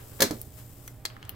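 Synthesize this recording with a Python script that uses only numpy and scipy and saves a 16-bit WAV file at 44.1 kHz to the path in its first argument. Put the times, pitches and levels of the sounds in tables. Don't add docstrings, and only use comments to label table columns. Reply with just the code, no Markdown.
import sys
import numpy as np
from scipy import signal
from scipy.fft import rfft, irfft
from scipy.io import wavfile

SR = 44100
rng = np.random.default_rng(int(sys.argv[2]) if len(sys.argv) > 2 else 0)


def log_audio(samples):
    frames = np.atleast_2d(samples).T
    limited = np.clip(frames, -1, 1)
    pcm = np.round(limited * 32767).astype(np.int16)
    wavfile.write(sys.argv[1], SR, pcm)


N = 59535
BURST_T = np.arange(8192) / SR
BURST_HZ = np.fft.rfftfreq(8192, 1 / SR)

# frequency in Hz, relative level in dB, T60 in s.
PACK_MODES = [(1092, -1, 0.078), (1713, 2.5, 0.057), (1863, 0, 0.047), (2110, 3, 0.083), (3298, 4.5, 0.095),
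              (4165, 1.5, 0.13), (4240, -2.5, 0.038), (4560, -9, 0.06), (4870, -20, .09),
              (6290, 6.5, 0.027), (7400, 3.5, 0.039), (12400, -5, 0.16)]


def amp(db):
    return 10 ** (np.asarray(db) / 20)


def unit(x):
    return x / np.sqrt(np.mean(x ** 2) + 1e-20)


def curve_at(points, hz):
    freqs, values = np.transpose(points)
    return np.interp(np.log(hz + 1), np.log(freqs + 1), values)


def pan(db):
    return amp(np.array([[db], [-db]]) / 2)


def add(mix, start_s, sound):
    part = mix[:, round(start_s * SR):][:, :sound.shape[1]]
    part += sound[:, :part.shape[1]]


def stereo(three, alike):
    return np.sqrt(alike) * three[:1] + np.sqrt(1 - alike) * three[1:]


def shaped(x, colour):
    gain = amp(curve_at(colour, np.fft.rfftfreq(N, 1 / SR)))
    return unit(irfft(rfft(x) * gain, N))


def burst(decay_s, colour_db, alike=0.65, rise_s=0.00036):
    # frequency in Hz, lead of the left port in radians.
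    port_phase = [(200, 0), (600, -1.26), (1200, -1.6), (2100, -1.5), (3200, -0.5), (4500, -0.5),
                  (8000, -1.37), (16000, -1.8)]
    fade = (1 - np.exp(-BURST_T / rise_s)) * np.exp(-BURST_T / decay_s)
    spectrum = rfft(stereo(rng.standard_normal((3, len(BURST_T))), alike) * fade)
    for _ in range(3):
        white = unit(irfft(spectrum / (abs(spectrum) + 1e-12)))
        spectrum = rfft(np.tanh(white / (unit(fade) + 1e-6)) * fade)
    spectrum /= np.sqrt(np.mean(abs(spectrum) ** 2))
    log_gain = np.log(amp(np.r_[colour_db, colour_db[-2:0:-1]]))
    colour = np.exp(np.conj(signal.hilbert(log_gain)))[:len(BURST_HZ)]
    ports = np.exp(1j * curve_at(port_phase, BURST_HZ) * np.array([[1], [0]]))
    return irfft(spectrum * colour * ports)[:, :len(BURST_T) // 2]


def decay(t, t60):
    return np.exp(-np.log(1000) * t / t60)


def ring(x, modes):
    t = np.arange(SR // 2) / SR
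    tone = sum(amp(db) * decay(t, t60) * np.cos(2 * np.pi * hz * t) for hz, db, t60 in modes)
    return signal.fftconvolve(x, tone[None], axes=1)[:, :N]


def room(x, alike, early_db=1, early_decay_s=0.011, delay_s=0.0012):
    # frequency in Hz, T60 in seconds.
    room_t60 = [(150, 0.26), (500, 0.33), (1400, 0.26), (4000, 0.24), (12000, 0.15)]
    t = np.arange(SR // 2) / SR
    early_lift = 1 + amp(early_db) * np.exp(-t / early_decay_s)
    reflections = stereo(rng.standard_normal((3, len(t))), alike) * early_lift
    hz, frame_s, spectra = signal.stft(reflections, SR, nperseg=256)
    spectra *= decay(frame_s, curve_at(room_t60, hz)[:, None])
    tail = signal.istft(spectra, SR, nperseg=256)[1][:, :len(t)]
    tail *= np.clip(t / delay_s - 1, 0, 1)
    return signal.fftconvolve(x, tail / np.linalg.norm(tail[0]), axes=1)[:, :N]


def room_tone(waver_depth=0.37):
    # frequency in Hz, level in dB.
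    hum_tones = [(59.2, -59.5), (119.5, -54), (285.3, -66.5), (624.5, -70), (791.3, -72.5)]
    # frequency in Hz, relative level in dB.
    rumble_colour = [(20, -5), (55, -6.5), (100, 1.5), (160, -8.5), (300, -14), (600, -20.5), (1100, -27.5),
                     (2500, -35), (6000, -48), (16000, -46)]
    t, hum = np.arange(N) / SR, np.zeros(N)
    for hz, db in hum_tones:
        waver = unit(sum(np.sin(2 * np.pi * (f * t + rng.random())) for f in np.geomspace(1, 9, 10)))
        tone = np.sqrt(2) * np.sin(2 * np.pi * (hz * t + rng.random()))
        hum += amp(db) * (1 + waver_depth * waver) * tone
    rumble = shaped(stereo(rng.standard_normal((3, N)), alike=0.98), rumble_colour)
    return pan(-2.5) * hum + pan(-4) * amp(-50) * rumble


def hand_bumps(length_s=0.042):
    # time of the peak in seconds, level in dB, pitch in Hz.
    presses = [(0.25, -36.5, 96), (0.468, -43.5, 80), (1.255, -44, 94), (1.331, -46, 96)]
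    out, t = np.zeros((2, N)), np.arange(0, length_s, 1 / SR)
    for peak_s, db, hz in presses:
        swell = np.sin(np.pi * t / length_s) ** 2 * np.sin(2 * np.pi * (hz * t + rng.random()))
        add(out, peak_s - length_s / 2, pan(-5) * amp(db) * swell)
    return out


def friction(levels, colour, slips_per_s=5000, spread_db=2):
    slips = rng.standard_normal((3, N)) * (rng.random((3, N)) < slips_per_s / SR)
    slips *= amp(spread_db * np.minimum(rng.exponential(1, (3, N)), 4))
    level_db = np.interp(np.arange(N) / SR, *np.transpose(levels))
    return shaped(stereo(slips, alike=0.27), colour) * amp(level_db)


def palm_brush():
    # time in seconds, level in dB.
    levels = [(0, -55.5), (.1, -59), (.15, -56.5), (.2, -58), (.45, -85), (.7, -71), (.8, -64.5),
              (1.0, -74), (1.15, -62.5), (1.35, -59)]
    # frequency in Hz, relative level in dB.
    colour = [(30, -17), (100, -12), (220, -4), (400, 8), (700, -8), (1200, -3.5), (3000, -24),
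              (16000, -54)]
    return friction(levels, colour)


def card_rustle():
    # time in seconds, level in dB.
    levels = [(0, -52.5), (.08, -70), (.14, -58), (.17, -109), (.195, -44), (.4, -69), (.52, -81),
              (.59, -54), (.66, -77), (1.04, -72), (1.11, -57), (1.19, -62), (1.25, -55), (1.35, -59)]
    # frequency in Hz, relative level in dB.
    colour = [(200, -19), (800, -5), (1500, -4), (2300, -9), (3200, -11), (5000, -16.5), (9000, -36),
              (16000, -35)]
    return friction(levels, colour)


def finger_slide():
    # time in seconds, level in dB.
    levels = [(0, -53), (.13, -52), (.2, -50), (.36, -51.5), (.52, -57), (.59, -50), (.66, -55.5),
              (.8, -56), (.87, -53.5), (.93, -60.5), (1.02, -62.5), (1.2, -68.5), (1.28, -66), (1.35, -78)]
    # frequency in Hz, relative level in dB.
    colour = [(200, -30), (1500, -21.5), (3000, -8), (4400, -10), (5150, -5.5), (5900, -8.5), (7800, -1.5),
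              (10000, -6.5), (12000, -1), (13000, -2), (14400, 2), (16000, -7)]
    return pan(6) * friction(levels, colour)


def blister_crackles(resonance_octaves=0.11, grip_t60_ratio=0.55):
    # start in seconds, levels in dB at 350 Hz, 1.6 kHz, 5 kHz, 7.8 kHz and from 11 kHz up,
    # resonance in Hz, its lift in dB, decay in seconds, left over right in dB.
    buckles = [(0.4152, -37, -46, -20.5, -22, -6, 14900, 2, 0.00081, 0),
               (0.8775, -33, -12.5, -26.5, -22, -13, 6130, 16, 0.0016, 2.5),
               (0.8817, -23, -20.5, -27, -25, -33, 1990, 12, 0.00039, -2),
               (1.0515, -8, -6, -18.5, -15, -19, 1120, 9, 0.0011, -2),
               (1.0533, -8, -4, -4, -3, -9.5, 4550, 12, 0.0011, 5),
               (1.0596, -19, -14, -13.5, -19, -19, 3900, 9, 0.0011, -15.5),
               (1.1018, -28, -14, -27, -33, -41, 3000, 8, 0.00048, 1),
               (1.1661, -25, -11.5, -38.5, -38, -47, 1220, 11, 0.0015, 0.5),
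               (1.2279, -29, -10.5, -23, -29, -32, 2910, 9, 0.00089, 1),
               (1.2505, -15, -41, -28, -26, -30, 3240, 5, 0.0024, 4),
               (1.2934, -19, -15.5, -17, -24, -4, 2980, 11, 0.00065, 4.5)]
    snaps = np.zeros((2, N))
    for start_s, low_db, mid_db, bright_db, crisp_db, top_db, hz, lift_db, decay_s, pan_db in buckles:
        bands = [(40, low_db - 20), (350, low_db), (1600, mid_db),
                 (5000, bright_db), (7800, crisp_db), (11000, top_db)]
        octaves_off = np.log2((BURST_HZ + 1) / hz)
        resonance_db = lift_db * np.exp(-0.5 * (octaves_off / resonance_octaves) ** 2)
        add(snaps, start_s, pan(pan_db) * burst(decay_s, curve_at(bands, BURST_HZ) + resonance_db))
    held_modes = [(hz, db, t60 * grip_t60_ratio) for hz, db, t60 in PACK_MODES]
    return snaps + amp(-43.5) * ring(snaps, held_modes) + amp(-10) * room(snaps, alike=0.2)


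def table_knocks(flex_t60_s=0.069):
    # start in seconds, blow level in dB, contact cutoff in Hz,
    # flex pitch in Hz, flex level in dB.
    knocks = [(0.2021, 9, 1000, 530, -29), (0.2191, 16, 900, 548, -17), (0.2351, 6, 504, 409, -29),
              (0.25, 3, 398, 387.5, -33), (0.3084, 8, 1100, 299, -22.5), (0.3250, 3, 252, 383, -36)]
    # frequency in Hz, relative level in dB, T60 in seconds.
    table_modes = [(123, -22, 0.12), (186.3, -16.5, 0.26), (231, -13, 0.3), (299, -5.5, 0.1),
                   (392.7, -8, 0.15), (431.4, -5.5, 0.12), (536, -15, 0.12), (978, -13, 0.15),
                   (618, -10.5, 0.12)]
    # frequency in Hz, relative level in dB.
    thud_colour = [(25, -39), (60, -36), (130, -11), (290, -0.5), (520, -3.5), (800, -10.5), (1500, -13),
                   (4000, -28), (16000, -42)]
    thuds, blows, flexes = np.zeros((3, 2, N))
    for start_s, db, cutoff_hz, flex_hz, flex_db in knocks:
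        treble_loss_db = 10 * np.log10(1 + (BURST_HZ / cutoff_hz) ** 4)
        colour_db = db + curve_at(thud_colour, BURST_HZ) - treble_loss_db
        add(thuds, start_s, burst(decay_s=0.004, colour_db=colour_db, alike=0.9956))
        push = BURST_T * np.exp(-2 * np.pi * cutoff_hz * BURST_T)
        add(blows, start_s, -amp(db) * push[None] / push.sum())
        flex = decay(BURST_T, flex_t60_s) * np.sin(2 * np.pi * flex_hz * BURST_T)
        add(flexes, start_s, -amp(flex_db) * flex[None])
    direct = thuds + flexes + amp(-38) * ring(blows, table_modes)
    return pan(-5) * (direct + amp(3) * room(thuds, alike=0.94))


def shell_clacks():
    # start in seconds, level in dB, treble tilt in dB per octave, decay in seconds.
    hits = [(0.2050, 7.5, -2, 0.0022), (0.2087, -1, 2.5, 0.0024), (0.219, 9, -0.5, 0.0035),
            (0.2223, 13, -1, 0.0012), (0.2254, 10.5, -0.5, 0.0034), (0.2345, -30, -12.5, .002),
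            (0.2359, -18, -4, .002), (0.3090, -6, -0.5, 0.00215)]
    # frequency in Hz, relative level in dB.
    shell_colour = [(100, -29), (600, -10), (1200, -6.5), (1780, -1), (2700, -10), (4200, -0.5), (6400, -2),
                    (9500, -6), (12000, -1.5), (16000, -7.5)]
    clacks = np.zeros((2, N))
    octaves = np.log2((BURST_HZ + 100) / 4000)
    for start_s, db, tilt, decay_s in hits:
        add(clacks, start_s, burst(decay_s, db + curve_at(shell_colour, BURST_HZ) + tilt * octaves))
    return pan(1) * (clacks + amp(-45.5) * ring(clacks, PACK_MODES) + amp(-3.5) * room(clacks, alike=0.35))


def scene():
    rubbing = finger_slide() + card_rustle() + palm_brush()
    pack = table_knocks() + shell_clacks() + blister_crackles()
    return pack + rubbing + hand_bumps() + room_tone()


def record(dry):
    rounded = dry / (1 + dry ** 4) ** (1 / 4)
    lowpass = signal.firwin(511, 15900, window=("kaiser", 9), fs=SR)
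    return signal.oaconvolve(rounded, lowpass[None], "same")


dry = scene()
out = record(dry)
log_audio(out)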